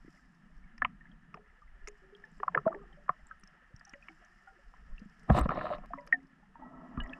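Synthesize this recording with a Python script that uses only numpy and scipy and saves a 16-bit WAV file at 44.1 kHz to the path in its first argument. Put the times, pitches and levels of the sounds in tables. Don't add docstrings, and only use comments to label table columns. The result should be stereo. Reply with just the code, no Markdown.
import sys
import numpy as np
from scipy import signal
from scipy.fft import rfft, irfft, next_fast_len
from scipy.io import wavfile

SR = 44100
rng = np.random.default_rng(int(sys.argv[2]) if len(sys.argv) > 2 else 0)


def bounce(signal):
    frames = np.transpose(np.atleast_2d(signal))
    limited = np.clip(frames, -1, 1)
    pcm = np.round(limited * 32767).astype(np.int16)
    wavfile.write(sys.argv[1], SR, pcm)


N = 317079
TIME = np.arange(N) / SR
WALL_HZ = 3290

# pitch in Hz, width in Hz, gain in dB under blows, gain in dB under flow.
HOUSING_MODES = [(608, 420, -7.5, -26.5), (724, 46.6, 6.5, -3), (1039, 126, 7, -9.5), (1310, 186, 6, 1),
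                 (1780, 198, -4, -0.5), (2460, 240, -38, -17.5), (2920, 300, -18, -14),
                 (5210, 600, -46, -18), (7280, 480, -42, -27.5), (9600, 400, -65, -38.5)]
# frequency in Hz, lead of the left in radians.
WALL_PHASE = [(0, -.2), (200, -.2), (480, -.4), (600, -.9), (700, -1.9), (800, -2.8), (900, -3.7),
              (1300, -4.0), (1650, -1.6), (2000, -.8), (2300, .3), (2900, 1.8), (3400, 1.5)]
# frequency in Hz, left over right in dB.
WALL_BALANCE = [(450, 0), (620, 5.5), (800, -10), (1050, -2), (1400, 7), (1700, -2.5), (2900, 0.5),
                (4000, 1)]
# frequency in Hz, relative density in dB.
MIC_NOISE_SPECTRUM = [(50, -20.5), (105, -15), (170, -2), (260, -10), (450, -23), (1000, -13.5),
                      (2000, -22), (3200, -29.5), (4200, -34.5), (6000, -35), (10000, -41), (12000, -55.5),
                      (15500, -69)]
# time in seconds, hiss level in dB, fizz level in dB.
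STREAM_LEVELS = [(0, -68.5, -80.5), (.17, -62.5, -74.5), (.35, -66.5, -87), (1.4, -65, -91),
                 (2.4, -63, -82), (3.6, -62.5, -87), (4.05, -60.5, -79.5), (4.6, -62.5, -80),
                 (5.8, -61, -82.5), (6.45, -68, -92.5), (6.9, -63.5, -86.5), (7.19, -57, -78)]
# pitch in Hz, width in Hz, gain in dB.
MURMUR_MODES = [(158.8, 26.6, -0.5), (220, 56.6, 3.5), (273, 192, -3)]
# time in seconds, level in dB.
MURMUR_LEVELS = [(0, -66), (.85, -57), (1.4, -61), (1.5, -91), (2.6, -57.5), (3.6, -82.5), (4.05, -70),
                 (4.6, -87), (4.75, -65), (5.2, -66), (5.8, -59), (6.45, -66), (6.9, -55), (7.19, -58)]
# crest time in seconds, level in dB, half length in seconds.
WATER_SURGES = [(0, -54.5, 0.25), (0.834, -49, .45), (1.851, -48.5, 0.41), (2.745, -49, 0.31),
                (3.234, -52, 0.16), (3.941, -58, 1), (4.489, -66, 0.21), (4.826, -41.5, 0.16),
                (5.38, -32.5, 0.08), (5.551, -50, 0.41), (5.94, -56, 0.3), (6.645, -57, 0.46),
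                (7.02, -39.5, .08)]
# crest time in seconds, level in dB, fade in dB per second.
BUBBLE_CLOUDS = [(1.347, -51.5, 311), (2.45, -50.5, 298), (2.56, -31, 522), (2.668, -29.5, 267),
                 (2.75, -57, 51.5), (5.79, -76.5, 16.5), (6.058, -61, 100.5)]
# start in seconds, level in dB, pitch in Hz, seconds to fade by 60 dB.
BUBBLE_PINGS = [(0.639, -62, 2220, 0.055), (1.009, -49, 1840, 0.056), (1.055, -48, 1720, 0.041),
                (1.116, -58, 3210, 0.026), (1.385, -63, 421, 0.32), (1.62, -45, 1210, 0.059),
                (1.876, -43.5, 414, 0.16), (2.017, -61, 380.5, 0.68), (2.124, -48.5, 405, 0.18),
                (2.15, -49, 3210, 0.019), (2.182, -58, 403, 0.26), (2.239, -40, 1774, 0.027),
                (2.239, -59.5, 870, 0.22), (2.4, -46.5, 414, 0.085), (2.664, -16.5, 650.7, .11),
                (2.718, -34, 1177, 0.15), (2.747, -36, 1780, 0.012), (2.748, -41.5, 403, 0.22),
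                (2.813, -51, 1244, 0.18), (2.928, -58, 3100, .03), (2.97, -58.5, 587, 0.25),
                (3.31, -39.5, 1310, 0.078), (3.312, -41.5, 1583, 0.039), (3.936, -43, 1955, 0.046),
                (3.87, -60.5, 793, 0.21), (3.94, -56, 567, 0.2), (4.025, -50, 2510, 0.032),
                (4.084, -44.5, 2240, 0.034), (4.1, -55.5, 765, 0.059), (4.091, -55, 321, 0.14),
                (4.22, -64, 697, 0.23), (4.474, -52, 1440, 0.12), (4.473, -54.5, 775, 0.18),
                (4.559, -65.5, 356, 0.11), (4.981, -46, 2730, .018), (5.346, -29.5, 583, 0.15),
                (5.576, -25.5, 622, 0.049), (5.642, -27.5, 623, 0.064), (5.702, -25.5, 600, 0.13),
                (5.906, -40.5, 694, 0.16), (5.936, -43, 1100, 0.29), (5.976, -45.5, 577, 0.19),
                (5.976, -38.5, 976, 0.29), (5.985, -44, 2020, 0.034), (6.126, -11.5, 1876, 0.058),
                (6.129, -49, 268.8, 0.57), (6.13, -43, 727, .14), (6.43, -57.5, 837, 0.096),
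                (6.556, -41, 930, 0.11), (6.622, -37.5, 876, 0.11), (6.648, -48, 253.7, 0.88),
                (6.83, -56, 677, 0.29), (6.977, -34, 1220, 0.1), (7.0, -37.5, 1676, 0.063),
                (7.003, -33, 2920, 0.047), (7.037, -44.5, 1955, 0.076), (7.062, -41.5, 1900, .013),
                (7.095, -51, 3290, .02), (7.129, -39.5, 1760, 0.063), (7.134, -36, 2615, 0.028)]
# pitch in Hz, left over right in dB.
BUBBLE_PAN = [(400, -1.5), (620, 0.5), (740, -8.5), (950, 6), (1200, -1), (1500, 15.5), (1900, -1),
              (2900, 5)]
# start in seconds, level in dB, pitch in Hz, seconds to fade by 60 dB.
BODY_BUMPS = [(0.047, -46.5, 250, 0.017), (0.079, -45.5, 312, 0.03), (0.825, -44.5, 244, 0.11),
              (0.832, -49.5, 96.3, 0.18), (2.569, -39, 147.3, .15), (2.666, -25, 217, 0.022),
              (3.099, -42, 154.5, 0.043), (3.433, -54, 195, .05), (3.741, -42, 112.6, 0.019),
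              (3.934, -48.5, 240, 0.018), (5.016, -41.5, 207.6, .073), (5.057, -43, 201, 0.076),
              (5.297, -15, 140.7, 0.062), (5.301, -15, 206, 0.068), (5.31, -15, 64.8, 0.083),
              (5.345, -24, 131.4, 0.085), (5.405, -21, 57.1, 0.17), (5.456, -22, 183.6, 0.025),
              (5.578, -33, 234, 0.013), (5.937, -45, 273.4, 0.2), (6.972, -36.5, 135, 0.09),
              (6.975, -32, 244, .1), (6.977, -33, 51.9, .11)]
# start in seconds, level in dB, pitch in Hz.
BRIGHT_SNAPS = [(0.7795, -49, 5150), (1.344, -53, 5320), (1.8745, -35, 5520), (1.8834, -34, 6700),
                (2.316, -64, 7300), (2.38, -62.5, 7540), (3.269, -50, 7460), (3.284, -64, 7500),
                (3.397, -55, 9660), (3.41, -61, 8150), (3.4361, -49.5, 5540), (3.474, -50, 5260),
                (3.763, -47.5, 5540), (3.7949, -48.5, 4880), (3.8503, -45, 5700), (3.8776, -57, 6060),
                (3.8943, -41.5, 5530), (3.932, -58, 6600), (4.248, -53.5, 6150), (4.995, -50, 5030),
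                (5.232, -56, 8240), (5.3, -39, 3450), (5.3867, -34.5, 7500), (5.391, -24.5, 12300),
                (5.4107, -38.5, 8460), (5.489, -50, 5350), (5.548, -54, 5360), (5.8601, -66, 5100),
                (6.0077, -58, 5070), (6.066, -48, 11070), (6.0746, -49, 5140), (7.0344, -52, 7100),
                (7.0734, -58, 5400)]
# time in seconds, level in dB.
RUB_LEVELS = [(6.55, -72), (6.598, -50.5), (6.794, -47.5), (7.19, -50)]
# pitch in Hz, width in Hz, gain in dB.
RUB_MODES = [(258, 15, -0.5), (671, 40, -7), (842, 270, -13), (1070, 167, -8.5), (1320, 29, -4.5),
             (1934, 11, -12.5)]
# time in seconds, drag level in dB, rasp level in dB.
SCRAPE_STROKES = [
    [(5.27, -62.5, -92), (5.295, -34, -71), (5.31, -31, -71), (5.33, -39, -57), (5.35, -30, -50),
     (5.38, -24, -45), (5.395, -23, -46), (5.41, -28, -61), (5.425, -34.5, -66), (5.45, -42, -58),
     (5.462, -33, -68), (5.475, -47, -100)],
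    [(5.475, -59.5, -108), (5.49, -24.5, -63), (5.52, -32.5, -60.5), (5.65, -33.5, -56), (5.7, -32.5, -60),
     (5.74, -32.5, -53.5), (5.76, -46.5, -65), (5.775, -52, -87), (5.86, -54, -100)],
]
# grit over rasp in dB, its growth in dB per second,
# shudder over drag in dB, its growth in dB per second.
SCRAPE_COLOURS = [(-9.5, -25, -5, -32), (-31.5, 40.5, -10, -32.5)]
# frequency in Hz, relative density in dB.
GRIT_SPECTRUM = [(4000, -47), (4800, 7.5), (6500, -1), (7800, 4), (9500, 1.5), (10700, -45), (11600, -8),
                 (14500, -9)]
# start in seconds, level in dB, contact pitch in Hz, hardness in dB.
STEM_KNOCKS = [(0.78, -42, 1850, 17), (0.82, -8, 1780, -12), (0.848, -12, 1156, 12), (1.342, -29, 1230, 11),
               (1.371, -41.5, 760, -4), (1.873, -33, 1780, 33), (1.884, -39.5, 550, 12),
               (2.4, -32, 1680, 2), (2.432, -12.5, 980, -9.5), (2.48, -9, 1010, -14),
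               (2.548, -10.5, 1890, -20), (2.575, -7, 1186, -14.5), (2.584, -22.5, 1240, -16),
               (2.663, -28.5, 646, -22), (2.727, -26, 1130, -19), (3.081, -33.5, 1060, -13),
               (3.092, -7, 1197, -29), (3.434, -42.5, 1950, 6), (3.81, -41, 1680, -14),
               (3.936, -34, 1940, 29), (4.084, -33, 2270, 22), (4.738, -39.5, 1070, 0),
               (5.3, -8.5, 590, -11.5), (5.347, -20.5, 588, -5.5), (5.386, -11.5, 1204, -3),
               (5.457, -19, 526, -18), (5.491, -13, 1190, 1), (5.506, -21.5, 1354, 1.5),
               (5.574, -34, 630, 14.5), (5.591, -31.5, 580, 9), (5.61, -19, 1250, -17),
               (5.667, -27, 1045, -6.5), (5.703, -18.5, 608, -20), (5.727, -31.5, 566, -16),
               (5.782, -38.5, 674, 0.5), (5.934, -19.5, 1230, -31), (6.073, -36.5, 1810, 15),
               (6.124, -28, 1860, -14), (6.555, -40, 940, -24), (6.974, -27, 1310, -1)]


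def amp(db):
    return 10 ** (np.asarray(db) / 20)


def rms_one(x):
    return x / np.sqrt(np.mean(x ** 2) + 1e-20)


def faders(rows, outside=None):
    times, *columns = np.transpose(rows)
    return [np.interp(TIME, times, column, outside, outside) for column in columns]


def drift(per_s):
    knots = rng.standard_normal(200 * N // SR)
    return np.interp(TIME * per_s, np.arange(len(knots)), knots)


def swells(crests, db, rise, fall):
    since = TIME - crests[:, None]
    lost_db = np.maximum(-since * np.reshape(rise, (-1, 1)), since * np.reshape(fall, (-1, 1)))
    return amp(db[:, None] - lost_db).sum(axis=0)


def steep(x, hz, kind):
    return signal.sosfilt(signal.butter(4, hz, kind, fs=SR, output="sos"), x)


def resonance(x, hz, width_hz):
    r = np.exp(-np.pi * width_hz / SR)
    poles = [1, -2 * r * np.cos(2 * np.pi * hz / SR), r * r]
    return signal.lfilter(np.array([1, 0, -1]) * (1 - r * r) / 2, poles, x + 1e-18)


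def modes(x, table):
    return sum((-1) ** k * amp(db) * resonance(x, hz, width) for k, (hz, width, db) in enumerate(table))


def coloured(spectrum):
    hz = np.fft.rfftfreq(N, 1 / SR) + 1
    knots_hz, db = np.transpose(spectrum)
    gain = amp(np.interp(np.log(hz), np.log(knots_hz), db))
    return rms_one(irfft(rfft(rng.standard_normal((2, N))) * gain, N))


def grains(per_s, spread_db):
    sizes = amp(spread_db * np.minimum(rng.exponential(1, N), 4)) * rng.choice([-1, 1], N)
    return sizes * (rng.random(N) < per_s / SR)


def add(out, start, sound, pan_db=0):
    i = round(start * SR)
    out[:, i:i + sound.shape[-1]] += sound[..., :N - i] * amp([[pan_db / 2], [-pan_db / 2]])


def ping(hz, t60, rise_cycles, wobble_db, sag=0):
    t = np.arange(int((1.3 * t60 + .02) * SR)) / SR
    shape = (1 - np.exp(-t * hz / rise_cycles)) ** 2 * amp(-60 * t / t60)
    waver_db = np.interp(t / .006, np.arange(80), wobble_db * rng.standard_normal(80))
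    waver = amp(waver_db * np.minimum(t / .015, 1))
    return shape / shape.max() * waver * np.sin(2 * np.pi * hz * (t - sag * t * t / t60 / 2))


def bubble_swarm(births, pitches, ring_q, soften_q):
    picks = rng.integers(0, len(pitches), N)
    return sum(resonance(resonance(births * (picks == k), hz, hz / ring_q), hz, hz / soften_q)
               for k, hz in enumerate(pitches))


def stream_hiss():
    push = rng.standard_normal(N) * amp(2 * drift(25)) + 2 * grains(300, 3)
    hiss = modes(push, [(hz, width, db) for hz, width, _, db in HOUSING_MODES[:7]])
    hiss_db, _ = faders(STREAM_LEVELS)
    return amp(hiss_db) * rms_one(steep(steep(hiss, WALL_HZ, "low"), 674, "high"))


def water_murmur():
    churn = (rng.standard_normal(N) + 0.67 * rng.standard_normal((2, N))) * amp(3.6 * drift(36))
    murmur = steep(steep(modes(churn, MURMUR_MODES), 130, "high"), 194, "low")
    return amp(faders(MURMUR_LEVELS)[0]) * rms_one(murmur)


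def water_heave():
    push = rng.standard_normal(N) * amp(6 * drift(24))
    rumble = steep(resonance(push, 17, 21), 55, "low") * amp(1.7 * drift(7))
    crests, db, half_s = np.transpose(WATER_SURGES)
    slope = 18 / half_s
    return swells(crests, db, slope, slope) * rms_one(rumble)


def stream_fizz():
    fizz = 0
    for hz, width, _, db in HOUSING_MODES[7:]:
        puffs = 1 + 1.6 * signal.lfilter([1], [1, -np.exp(-1 / (.004 * SR))], np.abs(grains(25, 4)))
        sputter = puffs * rng.standard_normal(N) + 0.97 * rng.standard_normal((2, N))
        fizz += amp(db) * resonance(sputter, hz, width)
    _, fizz_db = faders(STREAM_LEVELS)
    return amp(fizz_db + 2 * drift(11)) * rms_one(steep(fizz, 3200, "high"))


def stray_bubbles():
    blips = bubble_swarm(grains(53, 2.7), np.geomspace(350, 2000, 16), ring_q=20, soften_q=6)
    hiss_db, _ = faders(STREAM_LEVELS)
    return 0.32 * amp(hiss_db) * rms_one(steep(blips, 3600, "low"))


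def gurgle():
    cloud = bubble_swarm(grains(180, 2.76), np.geomspace(330, 1350, 14), ring_q=12, soften_q=4)
    crests, db, fade = np.transpose(BUBBLE_CLOUDS)
    return swells(crests, db, rise=1123.5, fall=fade) * rms_one(steep(cloud, 1800, "low"))


def bubbles():
    out = np.zeros((2, N))
    for start, db, hz, t60 in BUBBLE_PINGS:
        ring = ping(hz, t60, rise_cycles=0.91, wobble_db=4, sag=.085 if 1100 < hz < 2200 else 0)
        add(out, start, amp(db) * ring, pan_db=np.interp(hz, *np.transpose(BUBBLE_PAN)))
    return out


def bumps():
    out = np.zeros((2, N))
    for start, db, hz, t60 in BODY_BUMPS:
        add(out, start, amp(db) * ping(hz, t60, rise_cycles=0.36, wobble_db=1.2))
    return out


def snaps():
    out = np.zeros((2, N))
    decay = np.exp(-np.arange(600) / SR / .0025)
    for start, db, hz in BRIGHT_SNAPS:
        crack = rng.standard_normal((2, len(decay)))
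        burst = (crack[0] + .9 * crack) * decay
        ring = resonance(resonance(burst, hz, 500), hz, 1200)
        snap = steep(ring + 0.099 * resonance(burst, 4400, 4000), 2400, "high")
        add(out, start, amp(db) * steep(snap, 9900, "low") / np.abs(snap).max(), pan_db=-4.5)
    return out


def singing_rub():
    friction = rng.standard_normal(N) * amp(5.3 * drift(30))
    tones = steep(modes(friction, RUB_MODES), 2300, "low")
    return amp(faders(RUB_LEVELS, outside=-150)[0]) * rms_one(tones)


def stroke_gains():
    gains = 0
    for rows, (grit_db, grit_growth, shudder_db, shudder_growth) in zip(SCRAPE_STROKES, SCRAPE_COLOURS):
        drag_db, rasp_db = faders(rows, outside=-150)
        since = np.clip(TIME - rows[0][0], 0, 1)
        gains += amp([drag_db, rasp_db, rasp_db + grit_db + grit_growth * since,
                      drag_db + shudder_db + shudder_growth * since])
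    return gains


def stem_scrape():
    slips = grains(1500, 4) * amp(4.5 * drift(70))
    dark_modes = [(hz, width, db - 5.3 * np.log2(hz / 1200)) for hz, width, db, _ in HOUSING_MODES[:5]]
    drag = rms_one(steep(modes(slips, dark_modes), 2000, "low"))
    friction = rms_one(slips) + 1.4 * rng.standard_normal((2, N))
    rasp = resonance(friction, 2900, 400) + resonance(friction, 3800, 600)
    rasp = steep(steep(rasp, 4300, "low"), 4300, "low")
    rasp = rms_one(steep(rasp, 2500, "high"))
    grit = coloured(GRIT_SPECTRUM) * amp(4.5 * drift(80))
    shudder = rms_one(steep(resonance(rng.standard_normal(N), 160, 220), 400, "low"))
    drag_gain, rasp_gain, grit_gain, shudder_gain = stroke_gains()
    return drag_gain * drag + rasp_gain * rasp + grit_gain * grit + shudder_gain * shudder


def stem_knocks():
    out, t = np.zeros((2, N)), np.arange(SR // 8) / SR
    rattle_decay = 0.2 * np.exp(-t / 0.0025) + 0.0062 * np.exp(-t / 0.017)
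    for start, db, hz, hard_db in STEM_KNOCKS:
        force = rng.standard_normal(len(t)) * rattle_decay
        force[0] = 1
        tone = 9.9 * resonance(force, hz, hz / 3.74)
        crack = 5.5 * resonance(resonance(force, 2444, 700), 2450, 1900)
        edge = amp(-23) * force
        contact = tone + amp(hard_db) * (crack + edge)
        ring = modes(contact, [mode[:3] for mode in HOUSING_MODES[:7]]) + 0.085 * contact
        dull = steep(steep(ring, WALL_HZ, "low"), 0.72 * WALL_HZ, "low")
        tick = 0.0046 * resonance(force, 5200, 2500)
        add(out, start, amp(db) * (steep(dull, 0.28 * hz, "high") / np.abs(dull).max() + tick))
    return out


def scene():
    hits = stem_knocks() + bubbles() + bumps() + snaps()
    water = stream_hiss() + water_murmur() + water_heave() + stream_fizz() + stray_bubbles() + gurgle()
    mix = hits + water + stem_scrape() + singing_rub()
    size = next_fast_len(N + 4096)
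    hz = np.fft.rfftfreq(size, 1 / SR)
    lead = np.interp(hz, *np.transpose(WALL_PHASE))
    balance_db = np.interp(hz, *np.transpose(WALL_BALANCE))
    balance_db *= np.clip((hz - 250) / 250, 0, 1)
    left = amp(balance_db / 2) * np.exp(.5j * lead)
    return irfft(rfft(mix, size) * [left, 1 / left], size)[:, :N]


def record(dry):
    noisy = dry + amp(-70) * coloured(MIC_NOISE_SPECTRUM)
    return signal.sosfilt(signal.cheby2(12, 70, 15700, fs=SR, output="sos"), noisy)


dry = scene()
out = record(dry)
bounce(out)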